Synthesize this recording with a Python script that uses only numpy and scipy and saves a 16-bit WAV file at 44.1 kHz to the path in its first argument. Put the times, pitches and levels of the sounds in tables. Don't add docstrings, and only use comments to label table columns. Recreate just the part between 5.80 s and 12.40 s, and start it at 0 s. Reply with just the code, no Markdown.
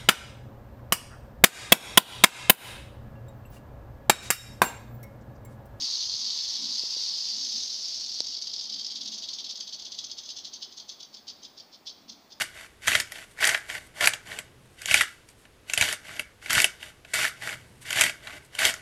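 import sys
import numpy as np
from scipy import signal
from scipy.fft import rfft, irfft, next_fast_len
from scipy.io import wavfile
from scipy.ndimage import map_coordinates

SR = 44100
rng = np.random.default_rng(int(sys.argv[2]) if len(sys.argv) > 2 else 0)


def linear_from_db(decibels):
    return 10 ** (np.asarray(decibels, float) / 20)


def wrap_up_sound(samples):
    columns = np.atleast_2d(samples).T
    tamed = np.clip(columns, -1, 1)
    steps = np.round(tamed * 32767).astype(np.int16)
    wavfile.write(sys.argv[1], SR, steps)


N = 291060
T = np.arange(N) / SR
TOP_HZ = 15525

# start_s, level_db
CHATTER = [
    (0.0, -28),
    (0.25, -30.5),
    (0.5, -29),
    (0.85, -30),
    (1.2, -30),
    (1.5, -30.5),
    (1.8, -31),
    (2.04, -33),
    (2.19, -32.5),
]
# centre_s, depth_db, half_length_s
LULLS = [
    (.281, -7, 0.0041),
    (.667, -6, .005),
    (.785, -0.5, 0.011),
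    (.878, -4, .015),
    (1.07, -1.5, .018),
    (1.11, 1, 0.0035),
    (1.33, -1, .008),
    (2.187, -6, .006),
]
# from_s, to_s
CHATTER_FADE = (2.2, 2.65)
# start_s, level_db, return_after_s, return_rel_db (relative
SHAKES = [(2.2, -34, .012, -0.5), (2.243, -33.5, .022, -2), (2.295, -32, 0.025, -1.5),
          (2.346, -33, .015, 0), (2.387, -33, .014, -0.5), (2.444, -31.5, .025, .4),
          (2.505, -32.5, .016, -3), (2.546, -32.5, .022, -0.5), (2.62, -30.5, 0.021, -5),
          (2.673, -31, 0.026, -3.5), (2.738, -29, 0.025, -6.5), (2.794, -31, .019, -2),
          (2.84, -34.5, 0.016, -1), (2.899, -31.5, 0.024, -2.1), (2.943, -33, 0.019, -2),
          (2.995, -31.5, .017, -3), (3.049, -32, .016, -1), (3.105, -34.5, .014, 1.1),
          (3.157, -31, 0.013, -3.5), (3.213, -33, .018, -5), (3.258, -33, .02, 1.5),
          (3.323, -32, .017, -2), (3.383, -34, .022, -9), (3.426, -34, 0.013, 0.5),
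          (3.489, -32, 0.021, -7), (3.536, -32, .014, -5.5), (3.588, -32.5, .014, -3.5),
          (3.647, -34.5, 0.018, -4.5), (3.697, -34, 0.013, 0),
          (3.758, -37.5, 0.017, -2), (3.806, -33, .022, -6.5), (3.876, -37.5, 0.018, -1),
               (3.929, -36, .013, 0), (3.997, -36, .024, -5), (4.053, -38, 0.011, 0.5),
               (4.123, -35.5, .024, -5.5), (4.189, -31.5, 0.021, -13), (4.244, -34, 0.024, -11),
               (4.301, -39.5, 0.013, 3.5), (4.383, -34.5, .014, -8), (4.438, -41.5, 0.02, 2),
               (4.491, -37, .013, 3), (4.57, -36, 0.018, -0.5), (4.652, -35, .021, -7.5),
               (4.738, -37.5, 0.022, -6), (4.826, -35.5, 0.017, -9), (4.924, -45.5, 0.014, -13),
               (4.978, -38.5, 0.023, -3), (5.095, -36, .027, -9.5), (5.206, -40.5, .023, -2.2),
               (5.345, -42, .026, -3.5), (5.483, -36.5, .018, -4), (5.633, -43.5, .018, 2),
               (5.78, -43, .02, -0.5), (5.93, -47, .015, -1), (6.072, -35, 0.023, -6),
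               (6.296, -39, .026, -7.5), (6.507, -52, 0.016, 6)]
# pitch_hz, width_hz, level_db
SEGMENTS = [(3180, 27, -4), (3428, 80, -2), (3800, 130, -8.5), (3870, 35, -4), (4365, 190, 1.5),
            (4344, 40, -16), (4630, 57, 4.5), (4770, 150, -3), (4930, 53, -3), (5123, 95, 6),
            (5430, 100, 3), (5613, 113, 6), (6163, 112, 11), (6260, 84, -1), (6454, 107, 7.5),
            (6400, 63, -18.5)]
# pitch_hz, width_hz, level_db
SHEEN = [(9270, 300, -3), (10200, 930, -5)]
# start_s, large_segments_db, small_segments_db, snap_db
FACING = [(0.0, -3, -2, 1), (0.25, -1, -1, -2.5), (0.8, -0.5, -4, 0), (1.2, -4, -5, -0.5),
          (1.8, -3, -0.7, -0.5), (2.2, -8.5, -3, -0.3), (2.7, 1.3, -5, -5), (3.3, 4.5, -1.3, -2.5),
          (4.5, 8, 2, -3.5), (5.2, 6.5, 2.5, -1.2), (6.1, 5, -3, -4), (6.6, 6, 1.5, -1)]
# pitch_hz, level_db (per Hz)
MIC_COLOUR = [(700, -64), (1300, -26.5), (2000, -16.5), (2500, -15), (3000, -7), (3500, -3), (4800, 1.5),
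              (6300, -8.5), (7000, -11), (7900, -20), (9500, -28.5), (11500, -33), (13600, -32),
              (14700, -24.5)]
# pitch_hz, t60_s
TANK_DECAY = [(2500, 0.16), (4700, .15), (9000, 0.083)]
# pitch_hz, t60_s
ROOM_DECAY = [(2500, 0.95), (4700, 0.74), (9000, 0.35)]
# pitch_hz, width_hz
WALL_BAND = (4550, 8200)
# start_s, peak_db, pitch_hz, snap_db (bright part)
TICKS = [
    (0.342, -44.5, 400, -60),
    (.347, -56, 110, -70),
    (.892, -50, 220, -70),
    (1.0363, -38, 405, -50),
    (1.168, -39, 474, -50),
    (2.4056, -29.5, 544, -2.5),
]
# pitch_hz, level_db (per Hz)
AIR_COLOUR = [(15, -40), (25, -16.5), (131, -9), (177, -7), (267, -4.5), (374, -3.5), (493, -7.5),
              (650, -3.5), (1000, -8), (1550, -13.5), (2500, -14.5), (4800, -22), (6600, -20.5),
              (7600, -31.5)]
# pitch_hz, level_db (per Hz)
HISS_COLOUR = [(3000, -47), (7000, -7), (9500, -17.5), (13600, -16), (14200, -2), (14700, -8.5), (15400, 3)]
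# pitch_hz, width_hz, level_db
BOOM_MODES = [(219, 49, -4), (270, 26, -4.5)]
# centre_s, gain_db, half_length_s
BOOM_SWELLS = [(0, 18, 0.066), (.4, 5, .12), (.82, 8.5, 0.12), (1.36, 6, .05), (1.6, 12, 0.11),
               (1.78, 10, .06), (2.2, 2, .1), (2.98, 5.5, 0.088), (3.25, 14.5, 0.096), (3.38, 7.5, .05),
               (5.39, 7, 0.074), (6.27, 7, .1)]
# centre_s, gain_db, half_length_s
HAND_SHIFTS = [(0, 21, 0.065), (.3, 22, .1), (.68, 14, .06), (1.82, 18, 0.061), (2.2, 14, .07),
               (2.45, 11.5, 0.14), (4.0, 7, .1), (4.35, 7, .15), (4.93, 8, .1), (5.45, 6, .15),
               (5.8, 6, .15), (6.45, 8, .2)]

OUT_BRIGHT_DB, BACK_BRIGHT_DB, BRIGHT_SCATTER_DB = -1.7, 0.5, 3.5
LEAD_S, LEAD_DB, LEAD_GROWS = .011, -52.5, 1
SETTLE_S, SETTLE_DB, SETTLE_SPAN_S = .016, (-4, -18.5), (2.7, 5.7)
FLUTTER_DB, FLUTTER_HZ = 0.52, 18
AIR_DB, AIR_DRIFT_DB = -66.5, 0.45
DRONE_DB, DRONE_FADE_S = (-57.5, -71), (0.99, 2.2)
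BOOM_DB, BOOM_DRIFT_DB = -67, 2.5
RUMBLE_DB, RUMBLE_DRIFT_DB = -80.5, 3.5


def rattle():
    times, size, bright = clicks(count=36, spread_s=.0047, scatter_db=3.0, chatter_count=8000)
    at = np.clip(np.round(times * SR).astype(int), 0, N - 1)
    size = size * rng.choice([-1, 1], len(at))
    share = linear_from_db(7.3 * rng.standard_normal((len(at), len(SEGMENTS))))
    share *= rng.choice([-1, 1], share.shape) / np.linalg.norm(share, axis=1, keepdims=True)
    large_db, small_db, snap_db = curves(FACING)
    large_db, small_db = large_db[at], small_db[at]
    m = next_fast_len(N + 8192)
    f = np.fft.rfftfreq(m, 1 / SR)

    snaps = linear_from_db(1.2 * snap_db) * np.bincount(at, size, N)
    spectrum = 0.24 * rfft(snaps, m)
    for hz, width_hz, db in SHEEN:
        drifting = snaps * linear_from_db(1.4 * wobble(2.25))
        spectrum += 0.2 * linear_from_db(db) * rfft(drifting, m) * mode(f, hz, width_hz)

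    for k, (hz, width_hz, db) in enumerate(SEGMENTS):
        large_part = np.exp(-((hz - 3200) / 700) ** 2)
        small_part = np.exp(-((hz - 6300) / 500) ** 2)
        facing_db = large_db * large_part + small_db * small_part
        facing_db -= 0.13 * large_db + 0.052 * small_db
        turning = linear_from_db(1.3 * facing_db + 0.73 * wobble(2.625, times))
        lean = linear_from_db(0.75 * bright * np.log2(hz / 4500))
        blows = np.bincount(at, size * lean * turning * share[:, k], N)
        clack = 0.59 * mode(f, hz, 900)
        ring = 2.144 * linear_from_db(db) * mode(f, hz, width_hz)
        spectrum += rfft(blows, m) * (clack + ring)
    return linear_from_db(22) * irfft(spectrum * rfft(causal(MIC_COLOUR), m), m)[:N]


def clicks(count, spread_s, scatter_db, chatter_count):
    s, db, bright = strokes()
    place = 6 * (np.arange(count) + rng.random((len(s), count))) / count - 2.9
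    swing = np.exp(-(place / np.where(place < 0, 1.2, 1.8)) ** 2)
    size = linear_from_db(scatter_db * rng.standard_normal((len(s), count))) * swing
    size *= (linear_from_db(db) / np.sqrt(np.mean(size ** 2, axis=1)))[:, None]
    stroke_times = s[:, None] + .0005 + spread_s * place

    fade_start, fade_end = CHATTER_FADE
    loose = rng.uniform(0, fade_end, chatter_count)
    loose_db = np.interp(loose, *np.transpose(CHATTER)) - 3.5 + 4 * rng.standard_normal(chatter_count)
    loose_db += bumps(LULLS, loose) + FLUTTER_DB * wobble(FLUTTER_HZ, loose)
    loose_db += np.interp(loose, [fade_start - .03, fade_start, fade_end], [0, -6, -15])

    times = np.r_[stroke_times.ravel(), loose]
    sizes = np.r_[size.ravel(), linear_from_db(loose_db)]
    return times, sizes, np.r_[np.repeat(bright, count), 0 * loose]


def strokes():
    s, db, back_s, back_db = np.transpose(SHAKES)
    times = np.c_[s - LEAD_S, s, s + back_s, s + back_s + SETTLE_S]
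    lead_db = LEAD_DB + LEAD_GROWS * (db + 40)
    settle_db = db + np.minimum(back_db, 0) + np.interp(s, SETTLE_SPAN_S, SETTLE_DB)
    level = np.c_[lead_db, db, db + back_db, settle_db]
    bright = np.array([OUT_BRIGHT_DB, OUT_BRIGHT_DB, BACK_BRIGHT_DB, BACK_BRIGHT_DB])
    bright = bright + BRIGHT_SCATTER_DB * rng.standard_normal(times.shape)
    return times.ravel(), level.ravel(), bright.ravel()


def echoes(x, decay, sparse_db, size, hop=11000):
    out = np.zeros(N + 2 * hop + 2 * size)
    for start in range(-hop, N, hop):
        walls = rng.standard_normal(size) * linear_from_db(sparse_db * rng.standard_normal(size))
        hz, t, z = signal.stft(walls, SR, nperseg=256)
        dying = linear_from_db(-60 * t / along(decay, hz)[:, None])
        tail = signal.istft(z * dying, SR, nperseg=256)[1]
        n = np.arange(max(start, 0), min(start + 2 * hop, N))
        crossfade = np.sin(np.pi * (n - start) / (2 * hop))
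        piece = signal.fftconvolve(x[n] * crossfade, tail / np.linalg.norm(tail))
        out[n[0] + 100:][:len(piece)] += piece
    return out[:N]


def fingers():
    out, t = np.zeros(N + SR), np.arange(-400, 600) / SR
    late = np.maximum(t + .0011, 0)
    for s, db, hz, snap_db in TICKS:
        knock = -linear_from_db(db) * np.cos(2 * np.pi * hz * t) * np.exp(-(t * hz / 0.47) ** 2)
        ring = linear_from_db(snap_db + 19.5 - 60 * late / 0.0017) * np.sin(2 * np.pi * 4700 * late)
        ring *= (1 - np.exp(-late / 0.00057)) ** 2
        edge = linear_from_db(snap_db - 29.5) * np.cos(2 * np.pi * 8500 * t)
        edge *= np.exp(-((t + .0007) / 0.00021) ** 2)
        out[round(s * SR) - 400:][:len(t)] += knock + ring + edge
    return out[:N]


def handling_rumble():
    db = RUMBLE_DB + bumps(HAND_SHIFTS, T) + RUMBLE_DRIFT_DB * wobble(5) - 5.0
    return linear_from_db(db) * noise(lambda f: mode(f, 77, 70) ** 2)


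def low_boom():
    db = BOOM_DB + bumps(BOOM_SWELLS, T) + BOOM_DRIFT_DB * wobble(6) - 4.0
    return linear_from_db(db) * noise(lambda f: sum(linear_from_db(g) * mode(f, hz, w) ** 2 for hz, w, g in BOOM_MODES))


def room_air():
    air_db = AIR_DB + AIR_DRIFT_DB * wobble(2.62)
    drone_db = np.interp(T, DRONE_FADE_S, DRONE_DB)
    air = linear_from_db(air_db + 5) * noise(lambda f: linear_from_db(along(AIR_COLOUR, f)))
    return air + linear_from_db(drone_db - 5) * noise(lambda f: mode(f, 975, 490) ** 2)


def microphone_hiss():
    return linear_from_db(-73.0) * noise(lambda f: linear_from_db(along(HISS_COLOUR, f)) * (f < TOP_HZ))


def unit(x):
    return x / np.sqrt(np.mean(x ** 2) + 1e-20)


def along(points, hz):
    f, v = np.transpose(points)
    return np.interp(np.log(hz + 1), np.log(f + 1), v)


def curves(rows):
    s, *cols = np.transpose(rows)
    return [np.interp(T, s, c) for c in cols]


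def bumps(rows, t):
    return sum(db * np.exp(-((t - s) / half) ** 2) for s, db, half in rows)


def wobble(rate, t=T):
    return map_coordinates(rng.standard_normal(int(N * rate / SR) + 4), [t * rate])


def filtered(x, response):
    m = next_fast_len(N + SR // 2)
    return irfft(rfft(x, m) * response(np.fft.rfftfreq(m, 1 / SR)), m)[..., :N]


def mode(f, hz, width_hz):
    return 1j * f * width_hz / (hz * hz - f * f + 1j * f * width_hz)


def causal(points, size=2048):
    cep = irfft(np.log(linear_from_db(along(points, np.fft.rfftfreq(size, 1 / SR))) + 1e-6))
    cep[1:size // 2] *= 2
    cep[size // 2 + 1:] = 0
    return irfft(np.exp(rfft(cep)))


def noise(response):
    return unit(filtered(rng.standard_normal(N), response))


def scene():
    tail = rattle()
    tank = linear_from_db(-6.5) * echoes(tail, TANK_DECAY, sparse_db=13, size=9000)
    far = filtered(tail, lambda f: mode(f, *WALL_BAND))
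    room = linear_from_db(-9.5) * echoes(far, ROOM_DECAY, sparse_db=0.0, size=30000)
    hand = fingers() + handling_rumble()
    background = low_boom() + room_air() + microphone_hiss()
    return (tail + tank + room + hand + background)[None]


def low_pass(x):
    return signal.sosfilt(signal.butter(12, 15525, fs=SR, output="sos"), x)


def record(dry):
    mix = filtered(dry, lambda hz: hz < TOP_HZ)
    return low_pass(mix)


dry = scene()
out = record(dry)
wrap_up_sound(out)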